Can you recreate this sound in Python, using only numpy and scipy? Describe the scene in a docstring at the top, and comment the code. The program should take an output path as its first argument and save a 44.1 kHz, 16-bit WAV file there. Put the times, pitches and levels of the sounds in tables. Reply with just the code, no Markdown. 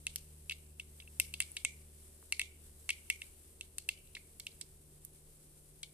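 """Oil hisses in an iron pan from the start (coloured noise), over soft outdoor rumble and distant motor hum.
Seeds soon burst in the oil, singly and in clusters: a noise puff rings the pan's hollow and wall as damped
modes, a snap with a bowl echo gives the crack, and noise tails return it from the yard.
From about 1 s, small ticks and thumps (decaying cosines) fall among the bursts; bursts get sparse towards the end.
Two microphone ports above the pan each add their own colour."""
import sys
import numpy as np
from scipy import signal
from scipy.fft import rfft, irfft
from scipy.io import wavfile
from scipy.ndimage import uniform_filter1d

SR = 44100
rng = np.random.default_rng(int(sys.argv[2]) if len(sys.argv) > 2 else 0)


def waveform_to_disk(signal):
    """Save audio, clipped to [-1, 1], as 16-bit WAV at the path in sys.argv[1]."""
    frames = np.transpose(np.atleast_2d(signal))
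    scaled = np.clip(frames, -1, 1) * 32767
    samples = np.round(scaled).astype(np.int16)
    wavfile.write(sys.argv[1], SR, samples)


N = 261513

# oil hiss level: start_s, level_db
HISS_LEVEL = [(0.0, -61.5), (0.7, -65.5), (1.46, -59.5), (1.86, -63), (2.84, -63), (3.09, -60), (3.6, -64),
              (5.93, -64.5)]
# oil hiss spectrum: freq_hz, density_db_per_hz
HISS_SPECTRUM = [(1200, -13.5), (2500, -10.5), (7000, -8), (9000, -4), (11500, -1.5), (14000, -3),
                 (14500, -42)]
# outdoor rumble spectrum: freq_hz, density_db_per_hz
AIR_SPECTRUM = [(10, -13.5), (25, 8), (95, -1), (200, -12), (400, -7), (550, -14.5), (1200, -27),
                (3900, -51)]
# likeness of left and right rumble: freq_hz, likeness_0_to_1
AIR_LIKENESS = [(100, 0.9), (290, 0.7), (1400, 0.4)]
# motor hum level: start_s, fundamental_db, second_harmonic_db
HUM_LEVEL = [(0.1, -60.5, -65), (0.7, -59, -68), (1.09, -59, -70), (1.34, -55, -64), (1.58, -65, -77.5),
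             (1.73, -57, -65), (2.26, -63, -83.5), (2.61, -60, -72), (3.38, -65, -80), (3.7, -65, -75.5),
             (5.0, -66.5, -67), (5.93, -79.5, -68)]
# weak motor tones: multiple_of_shaft_speed, level_db
HUM_SIDE = [(2.5, -81), (3.75, -87), (4.5, -85.5), (6, -84.5), (7.5, -88)]
# bursting seeds, energy of each part: start_s, low_ring_db, low_pitch_hz, high_ring_db, knock_db,
# knock_pitch_hz, crack_db, crack_top_db, crack_left_minus_right_db, length_ms
BURSTS = [(0.0677, -21.5, 2020, -9, -13, 3360, -14, -32, 0, 1.25),
          (0.1594, -38, 2200, -25, -15, 4500, -20, -10, -3, 0.77),
          (0.496, -28, 2320, -10, -14.5, 3580, -22.5, -49, 3, 4.2),
          (0.5095, -20, 2300, -15, -23, 3520, -36, -35, 0, 7.2),
          (0.519, -24, 2310, -13.5, -18, 3730, -28, -27, -1, 7.7),
          (0.7975, -28, 2350, -14, -23.5, 3800, -30.5, -35, 0, 4.7),
          (1.0001, -34.5, 2300, -32, -26, 3450, -41, -53, 0, 5.5),
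          (1.199, -14, 2050, -5, -9, 4080, -7, -3, 6.5, 2.06),
          (1.3388, -30, 2160, -14.5, -17, 3900, -23, -23, 5, 5.2),
          (1.403, -13, 2050, -7.5, -13.5, 3370, -7.5, -37, -3, 5.4),
          (1.4166, -31, 2250, -25, -25, 4200, -22, -35, 10, 6),
          (1.4226, -23, 2250, -26, -18.5, 4600, -26, -42, 7, 2.7),
          (1.567, -21.5, 2250, -16, -14, 3650, -20.5, -40, 2, 7),
          (1.649, -8.5, 2130, -7.5, -13, 3830, -7.5, -32, -3, 3.7),
          (2.3235, -11.5, 2150, -5.5, -12.5, 4400, -10.5, -45, 3.5, 1.65),
          (2.395, -9, 2230, -7, -11.5, 4640, -13.5, -21, 4, 3.3),
          (2.4154, -16.5, 2110, -11, -12.5, 4000, -21.5, -26, 0, 0.69),
          (2.8913, -7.5, 2180, -9, -12.5, 4260, -15.5, -43, -4, 4.9),
          (2.904, -15, 2170, -5.5, -12, 3250, -20.5, -21, 8, 4.9),
          (3.1, -6, 2240, -3.5, -12, 3860, -10.5, -15.5, 1, 4.8),
          (3.218, -23.5, 2090, -17, -23, 3450, -31.5, -48, 0, 2.6),
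          (3.61, -34.5, 2180, -17.5, -20.5, 3270, -25.5, -57, -7, 2.1),
          (3.783, -39, 2250, -24.5, -21, 4730, -16, -19, 3, 2.9),
          (3.8891, -16.5, 2000, -3, -11, 3470, -18, -16.5, 2, 3.5),
          (4.1504, -29, 2240, -21, -19, 3780, -32.5, -60.5, -13, 5.1),
          (4.167, -20.5, 2020, -31, -33, 4200, -48, -54, 0, 7.8),
          (4.398, -32.5, 2240, -36, -20.5, 5160, -27, -23, -4, 7.1),
          (4.4672, -28, 2240, -15, -19, 3380, -29, -29, 2, 5),
          (4.612, -38, 2170, -34, -19.5, 4900, -21.5, -38, -6, 5.1),
          (5.0497, -61, 2210, -72, -47.5, 5200, -32, -19.5, -9.5, 3.6),
          (5.8309, -27.5, 2250, -36, -16.5, 3400, -22, -57, 0.5, 6)]
# low modes of the pan's hollow: pitch_hz, level_db, t60_s
LOW_HOLLOW_MODES = [(2124, 1.5, 0.027), (2225, 0, 0.053), (2550, 1, 0.022)]
# high modes of the pan's hollow: pitch_hz, level_db, t60_s
HIGH_HOLLOW_MODES = [(2703, 0, 0.016)]
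# modes of the pan's iron wall: pitch_hz, level_db, t60_s
WALL_MODES = [(3320, 0, .014), (3850, -1, .009), (4530, -1, .009), (5400, 0, .006)]
# yard return of low ring, high ring, knock, crack (one row each): return_db, t60_s
YARD_RETURNS = [(-7.5, 0.35), (-22, 0.79), (-10.5, 0.2), (-18, 0.36)]
# brief damped swings, ticks and thumps (40 Hz row: low thump under a burst): start_s, level_db, pitch_hz, t60_s
TICKS_AND_THUMPS = [(1.0225, -47.5, 2670, 0.023), (1.0761, -42.5, 2680, 0.02), (1.198, -36.5, 40, 0.0099),
                    (1.5173, -27, 9500, 0.0038), (2.227, -37.5, 1090, 0.0026), (4.074, -42.5, 3830, .003),
                    (4.517, -40, 4400, .004)]
# peaks and dips of the left and the right port: centre_hz, width_hz, gain_db
PORT_COLOUR = [
    [(9270, 1780, 9), (11000, 12400, -5)],
    [(7975, 1200, 9), (11000, 9000, -7)],
]

AIR_DB = -65
MOTOR_HZ, MOTOR_WANDER = 75.3, 0.0013  # wander as a share of speed
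THIRD_RE_FIRST_DB, FIFTH_DB = -16, -78.5
OVERTONE_WAVER_DB, SIDE_WAVER_DB = 1.6, 1.77
BURST_SAMPLES, TAIL_SAMPLES = 2048, 14000
LOW_REACH, KNOCK_REACH = 0.023, 0.078  # spread of driven modes, as a share of favoured pitch
MODE_SPREAD, MODE_SPREAD_DB = 0.009, 2.5  # chance in pitch (share) and strength
PUFF_SHARE, RISE_SHARE = 0.7, 1  # decay and swell of puff over burst length
SNAP_SHARE = 0.038  # decay of snap over burst length
BOWL_ECHO_MS, BOWL_ECHO_DB = 1.1, -8
SPLASH_DB, SPLASH_DECAY_MS = -14.5, 3.14
THUD_DB = -14  # re low ring and crack together
CRACK_TOP_HZ = 13700
RING_LAG_SAMPLES, CRACK_LAG_SAMPLES = 3, 4  # left after right
YARD_GAP_S, YARD_BLUR_HZ, YARD_DELAY_SAMPLES, YARD_TOP_HZ = 0.003, 800, 96, 14200
PATCHY_DB, PATCH_S = 2.2, 0.006
THUMP_RISE_S = 0.0006
TOP_HZ = 15540


def undb(db):
    """Gain of a dB value."""
    return 10 ** (np.asarray(db) / 20)


def unit(x):
    """Scale to rms 1."""
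    return x / np.sqrt(np.mean(x ** 2))


def energy(x, db):
    """Scale a short two-channel sound to a mean energy per channel."""
    return x * undb(db) / np.sqrt(np.sum(x ** 2) / 2)


def decay(t_s, t60_s):
    """Exponential fall of 60 dB in t60_s."""
    return np.exp(-np.log(1000) * t_s / t60_s)


def band(x, lo_hz, hi_hz, order=2):
    """Butterworth band-pass."""
    return signal.sosfilt(signal.butter(order, [lo_hz, hi_hz], "bandpass", fs=SR, output="sos"), x)


def low_pass(x, order, stop_db, top_hz):
    """Steep elliptic low-pass."""
    return signal.sosfilt(signal.ellip(order, .2, stop_db, top_hz, fs=SR, output="sos"), x)


def by_log_hz(points):
    """Curve over log frequency, one value per spectrum bin."""
    bins_hz = np.arange(1, N // 2 + 2) * SR / N
    hz, value = np.transpose(points)
    return np.interp(np.log(bins_hz), np.log(hz), value)


def coloured(points, channels):
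    """Gaussian noise with a given spectrum."""
    white = rng.standard_normal((channels, N))
    return irfft(rfft(white) * undb(by_log_hz(points)), N)


def walk(rate_hz):
    """Smooth random curve: levels held 1 / rate_hz s, averaged twice over that time."""
    hold = int(SR / rate_hz)
    steps = np.repeat(rng.standard_normal(N // hold + 1), hold)
    return uniform_filter1d(uniform_filter1d(steps, hold), hold)[:N]


def curves(table):
    """Columns of a time table, sample by sample."""
    start_s, *columns = np.transpose(table)
    return [np.interp(np.arange(N) / SR, start_s, column) for column in columns]


def oil():
    """Tiny steam bubbles: fine noise, grainy per channel, flickering in common."""
    grain_db = 1.55 * np.array([walk(350), walk(250)])
    flicker_db = 1.5 * walk(25)
    level_db = curves(HISS_LEVEL)[0] + flicker_db + grain_db
    return unit(coloured(HISS_SPECTRUM, channels=2)) * undb(level_db)


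def air():
    """Outdoor rumble: noise most alike left and right in the bass, less so above."""
    alike = np.clip(by_log_hz(AIR_LIKENESS), 0, 1)
    mid, side = rfft(coloured(AIR_SPECTRUM, channels=2))
    both = np.sqrt(1 + alike) * mid + np.sqrt(1 - alike) * side * np.array([[1], [-1]])
    return unit(irfft(both, N)) * undb(AIR_DB)


def motor():
    """Sines locked to one slightly wandering shaft speed, each wavering in level."""
    turn = 2 * np.pi * np.cumsum(MOTOR_HZ * (1 + MOTOR_WANDER * walk(2))) / SR
    first_db, second_db = curves(HUM_LEVEL)
    hum = undb(first_db + 1.5 * walk(1.2)) * np.sin(turn)
    hum += undb(second_db + 0.63 * walk(6)) * np.sin(2 * turn)
    for multiple, level_db in ((3, first_db + THIRD_RE_FIRST_DB), (5, FIFTH_DB)):
        hum += undb(level_db + OVERTONE_WAVER_DB * walk(3.3)) * np.sin(multiple * turn)
    for multiple, level_db in HUM_SIDE:
        phase = rng.uniform(0, 2 * np.pi)
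        hum += undb(level_db + SIDE_WAVER_DB * walk(3.4)) * np.sin(multiple * turn + phase)
    return np.sqrt(2) * hum  # levels are rms


def seeds():
    """Steam bursts the seeds; each burst is heard direct and as a yard tail."""
    near, far = np.zeros((2, 2, N + BURST_SAMPLES + TAIL_SAMPLES))
    chance = rng.standard_normal((len(BURSTS), 9, TAIL_SAMPLES))
    for (start_s, *row), noise in zip(BURSTS, chance):
        parts = burst(*row, noise[3:, :BURST_SAMPLES])
        at = int(start_s * SR)
        near[:, at:at + BURST_SAMPLES] += parts.sum(axis=0)
        far[:, at:at + BURST_SAMPLES + TAIL_SAMPLES - 1] += yard(parts[1:], noise[:3])  # no thud
    return (near + low_pass(far, 6, 60, YARD_TOP_HZ))[:, :N]


def burst(low_db, low_hz, high_db, knock_db, knock_hz, crack_db, top_db, pan_db, length_ms, noise):
    """A ragged puff of steam drives hollow and iron; a snap with its echo gives the treble."""
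    ms = np.arange(noise.shape[1]) / SR * 1000
    place = noise[5].reshape(4, -1, 2)  # chance (pitch, strength) per mode
    swell = 1 - np.exp(-ms / (RISE_SHARE * length_ms))
    shape = np.exp(-(ms / (PUFF_SHARE * length_ms)) ** 2) * swell
    puff = (noise[0] + 0.3 * noise[1:3]) * shape
    rough = (noise[0] + 0.9 * noise[1:3]) * shape
    puff[:, 0] += 47.0 / length_ms  # onset click

    snap = (noise[0] + noise[3:5]) * np.exp(-ms / (SNAP_SHARE * length_ms))
    snap[:, :2] += np.array([[4.1, 0.94], [0.87, 3.2]]) / length_ms
    # far side of the bowl returns the snap with sides swapped
    late = int(BOWL_ECHO_MS * SR / 1000)
    snap[:, late:] += undb(BOWL_ECHO_DB) * snap[::-1, :-late]
    # patter of thrown droplets
    snap += undb(SPLASH_DB) * noise[1:3] * np.exp(-ms / SPLASH_DECAY_MS)

    thud_db = THUD_DB + 10 * np.log10(undb(2 * low_db) + undb(2 * crack_db))
    thud = energy(band(snap, 1400, 2230, order=1), thud_db)
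    low = ring(puff, favour(LOW_HOLLOW_MODES, low_hz, LOW_REACH), place[0])
    low = energy(band(low, 1723, 2910, order=4), low_db)
    high = energy(band(ring(puff, HIGH_HOLLOW_MODES, place[1]), 2380, 3220), high_db)
    wall = ring(rough, favour(WALL_MODES, knock_hz, KNOCK_REACH), place[2])
    wall = wall + 25 * band(rough, 0.66 * knock_hz, 1.22 * knock_hz, order=1)
    knock = energy(band(wall, 3000, 6900), knock_db)
    crack = energy(band(snap, 5600, 10480), crack_db)
    crack = crack + energy(band(snap, 10350, CRACK_TOP_HZ, order=4), top_db)
    crack = crack * undb(np.array([[pan_db], [-pan_db]]) / 2)

    parts = np.array([thud, low, high, knock, crack])
    # right port is nearer to the pan
    parts[:-1, 0] = np.roll(parts[:-1, 0], RING_LAG_SAMPLES, axis=1)
    parts[-1, 0] = np.roll(parts[-1, 0], CRACK_LAG_SAMPLES)
    return parts


def favour(modes, favoured_hz, reach):
    """A seed's place decides which modes it drives: those nearest favoured_hz most."""
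    return [(hz, db - min((np.log(hz / favoured_hz) / reach) ** 2, 18), t60_s) for hz, db, t60_s in modes]


def ring(x, modes, chance):
    """Damped modes; the seed's place shifts their strength and pitch a little."""
    out = 0
    for (hz, db, t60_s), (detune, strength) in zip(modes, chance):
        turn = 2j * np.pi * hz * (1 + MODE_SPREAD * detune) / SR
        pole = np.exp(turn - np.log(1000) / (t60_s * SR))
        out = out + undb(db + MODE_SPREAD_DB * strength) * signal.lfilter([1], [1, -pole], x).imag
    return out


def yard(parts, noise):
    """Ground and walls scatter each part into a diffuse tail, unlike left and right, new per seed."""
    t_s = np.arange(noise.shape[1]) / SR
    # returns come in uneven clumps
    clumps = unit(uniform_filter1d(noise[0], int(PATCH_S * SR)))
    scatter = noise[1:] * undb(PATCHY_DB * clumps) * (t_s > YARD_GAP_S)
    tails = [energy(scatter * decay(t_s, t60_s), db) for db, t60_s in YARD_RETURNS]
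    # keep only the broad colour of each part
    blur_bins = int(YARD_BLUR_HZ * parts.shape[2] / SR)
    broad = np.sqrt(np.abs(uniform_filter1d(np.abs(rfft(parts)) ** 2, blur_bins)))
    sent = np.roll(irfft(broad), YARD_DELAY_SAMPLES, axis=2)
    # narrow the two rings to what lingers
    sent[0] = band(sent[0], 2130, 2450)
    sent[1] = band(sent[1], 2500, 2950, order=1)
    return signal.fftconvolve(sent, tails, axes=2).sum(axis=0)


def thumps():
    """Brief damped swings, heard as ticks and thumps, a little late on the left."""
    out = np.zeros(N)
    for start_s, level_db, pitch_hz, t60_s in TICKS_AND_THUMPS:
        t_s = np.arange(N) / SR - start_s
        rise = np.clip(t_s / THUMP_RISE_S, 0, 1)  # silent before start_s
        out += undb(level_db) * rise * np.cos(2 * np.pi * pitch_hz * t_s) * decay(np.abs(t_s), t60_s)
    return band([np.roll(out, RING_LAG_SAMPLES), out], 20, 13000, order=1)


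def scene():
    """Oil, yard, motor and pan together."""
    return oil() + air() + motor() + seeds() + thumps()


def record(dry):
    """Each microphone port adds its own peaks and dips; the top is cut."""
    ports = []
    for x, colour in zip(dry, PORT_COLOUR):
        heard = x.copy()
        for centre_hz, width_hz, gain_db in colour:
            part = band(x, centre_hz - width_hz / 2, centre_hz + width_hz / 2, order=1)
            heard += (undb(gain_db) - 1) * part
        ports.append(heard)
    return low_pass(ports, 12, 70, TOP_HZ)


dry = scene()
out = record(dry)
waveform_to_disk(out)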